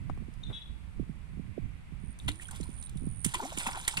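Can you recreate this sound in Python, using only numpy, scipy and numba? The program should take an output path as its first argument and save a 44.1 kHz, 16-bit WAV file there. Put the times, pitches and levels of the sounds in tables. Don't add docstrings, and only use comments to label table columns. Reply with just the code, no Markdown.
import sys
import numpy as np
from scipy import signal
from scipy.fft import rfft, irfft
from scipy.io import wavfile
from scipy.ndimage import map_coordinates
from numba import njit

SR = 44100
rng = np.random.default_rng(int(sys.argv[2]) if len(sys.argv) > 2 else 0)


def generate_wav(sig):
    pcm = np.round(np.clip(np.atleast_2d(sig).T, -1, 1) * 32767).astype(np.int16)
    wavfile.write(sys.argv[1], SR, pcm)


N = 176400
PORT_LAG_S, LAG_SCATTER_S = 0.00019, .00004


def undb(db):
    return 10 ** (np.asarray(db) / 20)


def unit(x):
    return x / np.sqrt(np.mean(x ** 2))


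def clock():
    return np.arange(N) / SR


def curve(rows):
    return undb(np.interp(clock(), *np.array(rows).T))


def colour(x, points):
    hz, db = np.array(points).T
    size = 4096
    gain = undb(np.interp(np.log(np.arange(size // 2 + 1) * SR / size + 1), np.log(hz), db))
    cepstrum = irfft(np.log(gain))[:size // 2]
    cepstrum[1:] *= 2
    return signal.fftconvolve(x, irfft(np.exp(rfft(cepstrum, size))))[:N]


def noise(points):
    return unit(colour(rng.standard_normal(N), points))


def wander(rate):
    return map_coordinates(rng.standard_normal(8192), [clock() * rate], order=2, mode='mirror')


def envelope(start, attack, hold, fade):
    age = clock() - start
    return np.clip(age / attack, 0, 1) * np.exp(-np.clip((age - hold) / fade, 0, 20))


def pan(db):
    return undb(np.array([[db], [-db]]) / 2)


def aside(x):
    return np.array([np.roll(x, int(round(PORT_LAG_S * SR))), x])


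def echoes(x, fade):
    tails = rng.standard_normal((2, N)) * envelope(0.0056, 0.0013, 0.0033, fade)
    return np.array([signal.fftconvolve(x, tail / np.linalg.norm(tail))[:N] for tail in tails])


@njit
def ring(starts, lags, hz, cycles, size, n):
    out = np.zeros((2, n))
    for k in range(len(starts)):
        length = cycles[k] * SR / hz[k]
        for port in range(2):
            lag = lags[k] * (1 - port)
            for i in range(min(int(1.5 * length + lag), n - starts[k])):
                life = max(i - lag, 0.) / length
                tone = np.sin(2 * np.pi * cycles[k] * life * (1 + .06 * life))
                out[port, starts[k] + i] += size[k] * np.exp(-4 * life) * tone
    return out


def bubbles(low_hz, high_hz, cycles, per_s, spread_db, clump_db=0):
    when, pitch, life, size, place, chance = rng.random((60000, 6)).T
    on = chance < per_s * N / SR / len(chance)
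    hz = np.minimum(low_hz * (high_hz / low_hz) ** pitch[on], SR / 3)
    sizes = undb(-spread_db * np.log(.01 + size[on])) * np.sqrt(hz)
    grid = [when[on] * N / SR * 28, np.log2(hz) * 5]
    sizes *= undb(clump_db * map_coordinates(rng.standard_normal((128, 64)), grid, order=2, mode='mirror'))
    lags = (PORT_LAG_S + LAG_SCATTER_S * (2 * place[on] - 1)) * SR
    return unit(ring((when[on] * N).astype(np.int64), lags, hz, cycles * (.5 + life[on]), sizes, N))


# (frequency [Hz], level [dB])
AIR_COLOUR = [(100, 10.5), (500, 2.5), (1200, -1), (2300, -4), (3200, -14), (4500, -11.5), (7000, -24),
              (9500, -26.5), (12000, -21.5), (15000, -30)]
# (time [s], level [dB])
AIR_LEVELS = [(0, -60), (.9, -60.5), (1.7, -61), (2.6, -59.5), (4, -60.5)]
def air():
    return curve(AIR_LEVELS) * np.array([noise(AIR_COLOUR), noise(AIR_COLOUR)])


# (frequency [Hz], level [dB])
HISS_COLOUR = [(1400, -25.5), (2000, 2.5), (2650, -7.5), (3200, -18), (6000, -44)]
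# (time [s], level [dB])
HISS_LEVELS = [(0, -72), (1.0, -81), (1.6, -70.5), (2.2, -74.5), (2.7, -95)]
def distant_hiss():
    return curve(HISS_LEVELS) * np.array([noise(HISS_COLOUR), noise(HISS_COLOUR)])


# (frequency [Hz], level [dB])
WIND_COLOUR = [(15, -2), (30, -2), (60, 2), (110, -6), (180, -9), (260, -20), (400, -35.5), (700, -60),
               (1500, -69)]
# (time [s], level [dB])
GUSTS = [(0.0, -42), (0.52, -46.5), (0.61, -58.5), (0.68, -46), (0.93, -53), (1.01, -41.5), (1.05, -49),
         (2.22, -49.5), (2.28, -39), (2.43, -54.5), (2.63, -42), (2.82, -51.5), (3.07, -37.5), (3.17, -52),
         (3.27, -47.5), (3.31, -53), (3.95, -48.5), (4.0, -45.5)]
def wind():
    left, right = (undb(db + 3.5 * wander(14)) * curve(GUSTS) * noise(WIND_COLOUR) for db in (-3, 7))
    muffle = [(450, 3.5), (700, 8.5), (1100, -15), (3000, -63)]
    return np.array([colour(left, muffle), colour(right + eddies(), muffle)])


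# (time [s], level [dB], fade [s], left minus right [dB])
TOUCHES = [(0.0968, -36.5, 0.0033, 20.5), (0.174, -43, 0.0015, -3), (0.499, -50.5, 0.025, 18)]
# (frequency [Hz], level [dB])
ROD_COLOUR = [(100, -6), (250, 9), (700, -4.5), (1100, -6.5), (1700, -12), (2600, -34), (9000, -42),
              (15000, -53)]
def rod_handling():
    return noise(ROD_COLOUR) * sum(undb(db) * pan(side_db) * envelope(start, 0.0016, 0.0026, fade)
                                   for start, db, fade, side_db in TOUCHES)


# (time [s], level [dB], first pitch [Hz], fade [s])
EDDIES = [(0.221, -25.5, 196, 0.0024), (.283, -34, 336, 0.0069), (0.49, -25, 125, 0.013),
          (0.996, -23, 396, 0.019), (1.027, -34.5, 324, 0.0046), (1.093, -28, 254, 0.021),
          (1.334, -38.5, 203, 0.016), (1.372, -33, 250, 0.011), (1.394, -25.5, 272, 0.008),
          (1.577, -26, 563, 0.017), (1.921, -33, 242, 0.021), (2.036, -34, 256, 0.024),
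          (2.092, -39.5, 297, 0.012), (2.6, -32, 483, 0.032), (2.689, -32, 350, 0.013),
          (2.955, -29, 246, 0.017), (3.020, -33, 310, 0.013), (3.037, -35.5, 390, 0.016),
          (3.069, -23, 274, 0.014), (3.259, -20.5, 314, 0.016), (3.573, -29, 391, 0.0072),
          (3.979, -29.5, 215, 0.0057)]
# (frequency [Hz], level [dB])
WAKE_COLOUR = [(60, -5), (150, 3), (260, -2), (450, -26.5), (900, -47.5)]
def eddies():
    end_hz, sink_s, attack_s, lead_s = 115.7, 0.00852, 0.0028, 0.038
    rough_air = undb(-17) * noise(WAKE_COLOUR)
    out = 0
    for start, db, hz, fade in EDDIES:
        age = np.maximum(clock() - start, 0)
        turns = end_hz * age + (hz - end_hz) * sink_s * (1 - np.exp(-age / sink_s))
        thump = envelope(start, attack_s, attack_s, fade) * np.sin(2 * np.pi * turns)
        wake = rough_air * envelope(start - lead_s, lead_s, lead_s, 0.019)
        out = out + undb(db) * (thump + wake)
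    return out


# (time [s], level [dB])
LONE_DROPS = [(0.338, -63.5), (2.316, -48), (2.355, -54.5), (2.484, -49), (2.559, -50), (2.609, -46),
              (2.825, -49), (2.892, -48.5), (2.971, -52), (3.290, -48), (3.342, -42), (3.5838, -33),
              (3.671, -43.5), (3.796, -61), (3.922, -48)]
def drops():
    ticks = sum(undb(db) * envelope(start, 0.0015, 0.00033, 0.0038) for start, db in LONE_DROPS)
    return ticks * bubbles(3210, 11350, cycles=14, per_s=2500, spread_db=0.52)


# (time [s], length [s], level [dB], pitch [Hz], buzz depth [ratio])
BIRD_NOTES = [(0.432, 0.0079, -46.5, 3700, 0.29), (0.466, 0.0038, -49, 3550, 0.53),
              (0.527, 0.06, -51, 3416, 1.18), (0.617, 0.0084, -51.5, 3430, 0.85)]
def bird():
    t, out = clock(), 0
    buzz_hz = 372.3
    waver = np.cumsum(0.0052 * wander(120.2)) / SR
    buzz = 2 * np.pi * np.cumsum(buzz_hz * (1 + 0.0317 * wander(59.8))) / SR
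    for start, length, db, hz, depth in BIRD_NOTES:
        phase = 2 * np.pi * hz * (t + waver)
        edges = np.sin(phase - buzz) + np.sin(phase - 2 * buzz) + .5 * np.sin(phase + 2 * buzz)
        tone = np.sin(phase) + depth * (np.sin(phase + buzz) + undb(-18.5) * edges)
        overtones = undb(-21) * np.sin(2 * phase - 3 * buzz + 1.6 * np.sin(buzz))
        rasp = 1 + .3 * wander(700)
        out = out + undb(db) * envelope(start, 0.0027, length, 0.0046) * (tone + overtones) * rasp
    dulled = colour(out, [(2800, 0.5), (3430, -2), (3850, -5.0), (5000, -7)])
    return pan(1) * (out + echoes(dulled, fade=0.063))


# (frequency [Hz], level [dB])
CLOTH_COLOUR = [(500, 2), (2000, 16), (6000, -8), (11000, -3), (15000, -13)]
def sleeve():
    rustle = undb(-67.5 + 2 * wander(149.6)) * envelope(0.464, attack=0.04, hold=0.097, fade=0.048)
    return rustle * np.array([noise(CLOTH_COLOUR), noise(CLOTH_COLOUR)])


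# (start [s], end [s], first level [dB], last level [dB])
INSECT_TRILLS = [(1.99, 2.126, -78, -64), (2.232, 2.485, -71, -57), (2.554, 2.868, -70, -54),
                 (2.948, 3.295, -64.5, -53.5)]
def insect():
    first_per_s, last_per_s = 77, 92
    top_hz, low_hz, sink_hz = 10100, 8700, 161
    t = clock()
    progress = np.interp(t, np.array(INSECT_TRILLS)[:, :2].ravel(), [0, 1] * len(INSECT_TRILLS))
    rate = first_per_s + (last_per_s - first_per_s) * progress
    strokes = np.cumsum(rate * (1 + 0.07 * wander(40))) / SR
    stroke = strokes % 1
    strength = undb(2.2 * rng.standard_normal(1024)[strokes.astype(int)])
    pitch = top_hz + (low_hz - top_hz) * stroke ** .7 + sink_hz * (.5 - progress)
    pitch *= 1 + .008 * wander(90)
    rasp = .35 * wander(1500)
    tone = np.sin(2 * np.pi * np.cumsum(pitch) / SR + rasp)
    swell = sum(undb(np.interp(t, [start, end], levels)) * envelope(start, 0.0018, end - start, 0.0077)
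                for start, end, *levels in INSECT_TRILLS)
    return swell * strength * np.sin(np.pi * stroke) ** 2 * tone


# (time [s], hold [s], gurgle [dB], crackle [dB], spray [dB], settling [dB])
SURFACE_BREAKS = [(2.188, 0.0011, -71, -62, -53, -69), (2.279, 0.01, -42, -35, -43, -69.5),
                  (2.403, 0.031, -67, -57, -57, -69.5), (2.51, 0.0017, -55, -53, -44, -64.5),
                  (2.537, .025, -67, -59.5, -60, -74), (2.628, .012, -72, -60, -57, -76),
                  (3.244, 0.0053, -83, -39, -30, -65), (3.263, 0.0022, -70, -44, -40, -57),
                  (3.336, 0.012, -37.5, -36, -40, -51.5), (3.568, 0.012, -56, -44, -45, -47.5),
                  (3.586, 0.023, -57, -40, -46.5, -70), (3.659, 0.019, -45, -40.5, -43.5, -54),
                  (3.877, 0.0039, -53, -35, -27, -55), (3.968, 0.01, -41, -33.5, -41, -48)]
# (time [s], level [dB], hold [s])
AIR_CLUMPS = [(2.511, -56, 0.032), (3.389, -40.5, 0.014), (3.422, -34, 0.0097), (3.513, -47.5, 0.016),
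              (3.655, -31, 0.0029), (3.682, -34, 0.01), (3.74, -43, 0.033), (3.876, -41.5, 0.014),
              (3.932, -42.5, 0.0084)]
MEDIUM_BUBBLES = dict(low_hz=781, high_hz=1077, cycles=10.6, per_s=2200, spread_db=0.44)
SMALL_BUBBLES = dict(low_hz=1300, high_hz=1494, cycles=14.5, per_s=310, spread_db=2.6)
def splashes():
    fade_s = 0.0052
    gurgle = crackle = spray = fall_power = drip_power = 0
    for start, hold, gurgle_db, crackle_db, spray_db, settling_db in SURFACE_BREAKS:
        burst = envelope(start, 0.54 * hold, hold, fade_s)
        gurgle += undb(gurgle_db) * burst
        crackle += undb(crackle_db) * burst
        spray += undb(spray_db) * burst
        fall_power += (undb(settling_db) * envelope(start, 0.029, 0.029, 0.22)) ** 2
        drip_power += (undb(settling_db) * envelope(start, 0.063, 0.23, 0.47)) ** 2
    settling = settling_water(np.sqrt(fall_power), np.sqrt(drip_power))
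    gurgle += sum(undb(db) * envelope(start, 0.01, hold, fade_s) for start, db, hold in AIR_CLUMPS)
    return (gurgle * (bubbles(**MEDIUM_BUBBLES) + undb(-6) * bubbles(**SMALL_BUBBLES))
            + crackle * bubbles(1487, 4404, cycles=18.5, per_s=7200, spread_db=7.9)
            + spray * bubbles(4840, 16500, cycles=2.9, per_s=13000, spread_db=2)
            + settling)


def settling_water(fall_gain, drip_gain):
    coarse = undb(-1) * bubbles(1300, 5200, cycles=13, per_s=650, spread_db=0.47, clump_db=4.5)
    fine = undb(-2.5) * bubbles(3330, 14600, cycles=13, per_s=3500, spread_db=1.6, clump_db=4.5)
    patter = (coarse + fine) * undb(2.33 * wander(70))
    churn = (undb(-2.5) * bubbles(**MEDIUM_BUBBLES)
             + undb(-10) * bubbles(226, 476, cycles=5.5, per_s=670, spread_db=6.3)
             + undb(-6) * bubbles(**SMALL_BUBBLES))
    drips = undb(-12.5) * bubbles(2700, 7300, cycles=7.5, per_s=700, spread_db=1.3)
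    return fall_gain * (patter + churn) + drip_gain * drips


# (time [s], first pitch [Hz], level [dB], fade [s], pitch rise [octaves/s])
AIR_POCKETS = [(2.2, 3680, -40.5, 0.0017, 6), (2.282, 3650, -35.5, 0.0032, 6),
               (2.285, 1970, -34, 0.0053, 8), (2.281, 283.3, -36.5, 0.035, 2.5),
               (2.283, 610, -43, 0.006, 23), (2.317, 3960, -45, 0.0027, -1),
               (2.397, 1830, -42.5, 0.0043, 7), (2.454, 3150, -49.5, .003, 6),
               (2.487, 1490, -36, 0.0032, 14), (2.631, 4060, -44.5, 0.0032, 12),
               (2.655, 946, -48.5, 0.007, 9), (2.84, 3850, -55, 0.0027, 1), (2.87, 3800, -52, 0.0023, 14),
               (2.977, 3700, -57.5, 0.0018, 2), (3.345, 1065, -28, 0.005, -11.5),
               (3.401, 893, -27.5, 0.0038, 5.5), (3.356, 330, -40.5, 0.017, 7),
               (3.415, 315, -38, 0.028, 29), (3.43, 238.3, -36.5, 0.03, 8), (3.451, 666, -32.5, 0.0094, 28),
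               (3.521, 610, -38.5, 0.011, 13), (3.665, 965, -22.5, 0.0026, 12),
               (3.687, 905, -29.5, .004, 10.5), (3.668, 217, -35, 0.0091, 4),
               (3.772, 785, -34.5, 0.005, -3), (3.947, 845, -46, 0.0057, 12.5)]
def glugs():
    out = np.zeros(N + SR)
    age = np.arange(SR // 3) / SR
    for start, hz, db, fade, rise in AIR_POCKETS:
        pitch = hz * 2 ** np.clip(rise * age, -1, 1.5)
        attack = 1.7 / hz
        shape = np.minimum(age / attack, 1) * np.exp(-np.maximum(age - attack, 0) / fade)
        first = int(start * SR)
        out[first:first + len(age)] += undb(db) * shape * np.sin(2 * np.pi * np.cumsum(pitch) / SR)
    return out[:N] * (1 + .33 * wander(300))


def scene():
    water = splashes() + aside(glugs()) + drops()
    background = air() + distant_hiss() + aside(insect())
    bank_echo = undb(-13.5) * echoes(water[1], fade=0.016)
    return water + bank_echo + background + rod_handling() + sleeve() + bird() + wind()


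# (frequency [Hz], level [dB])
LEFT_PORT = [(500, -3), (1000, 2), (1900, -0.5), (2700, 7), (3400, 9.5), (4400, -3), (5100, 0.5),
             (6500, -2), (9000, 2), (10500, -2), (12000, 4), (15500, -12)]
# (frequency [Hz], level [dB])
RIGHT_PORT = [(500, -2), (1000, 1), (1700, 2.5), (2400, 6.5), (3600, 2), (5200, 0), (7000, 9.5),
              (8800, 17.5), (10000, 15.5), (11300, -0.5), (15500, -7.5)]
def record(dry):
    top_hz = 15800
    ports = np.array([colour(dry[0], LEFT_PORT), colour(dry[1], RIGHT_PORT)])
    return signal.sosfilt(signal.ellip(10, .2, 80, top_hz, fs=SR, output='sos'), ports)


dry = scene()
out = record(dry)
generate_wav(out)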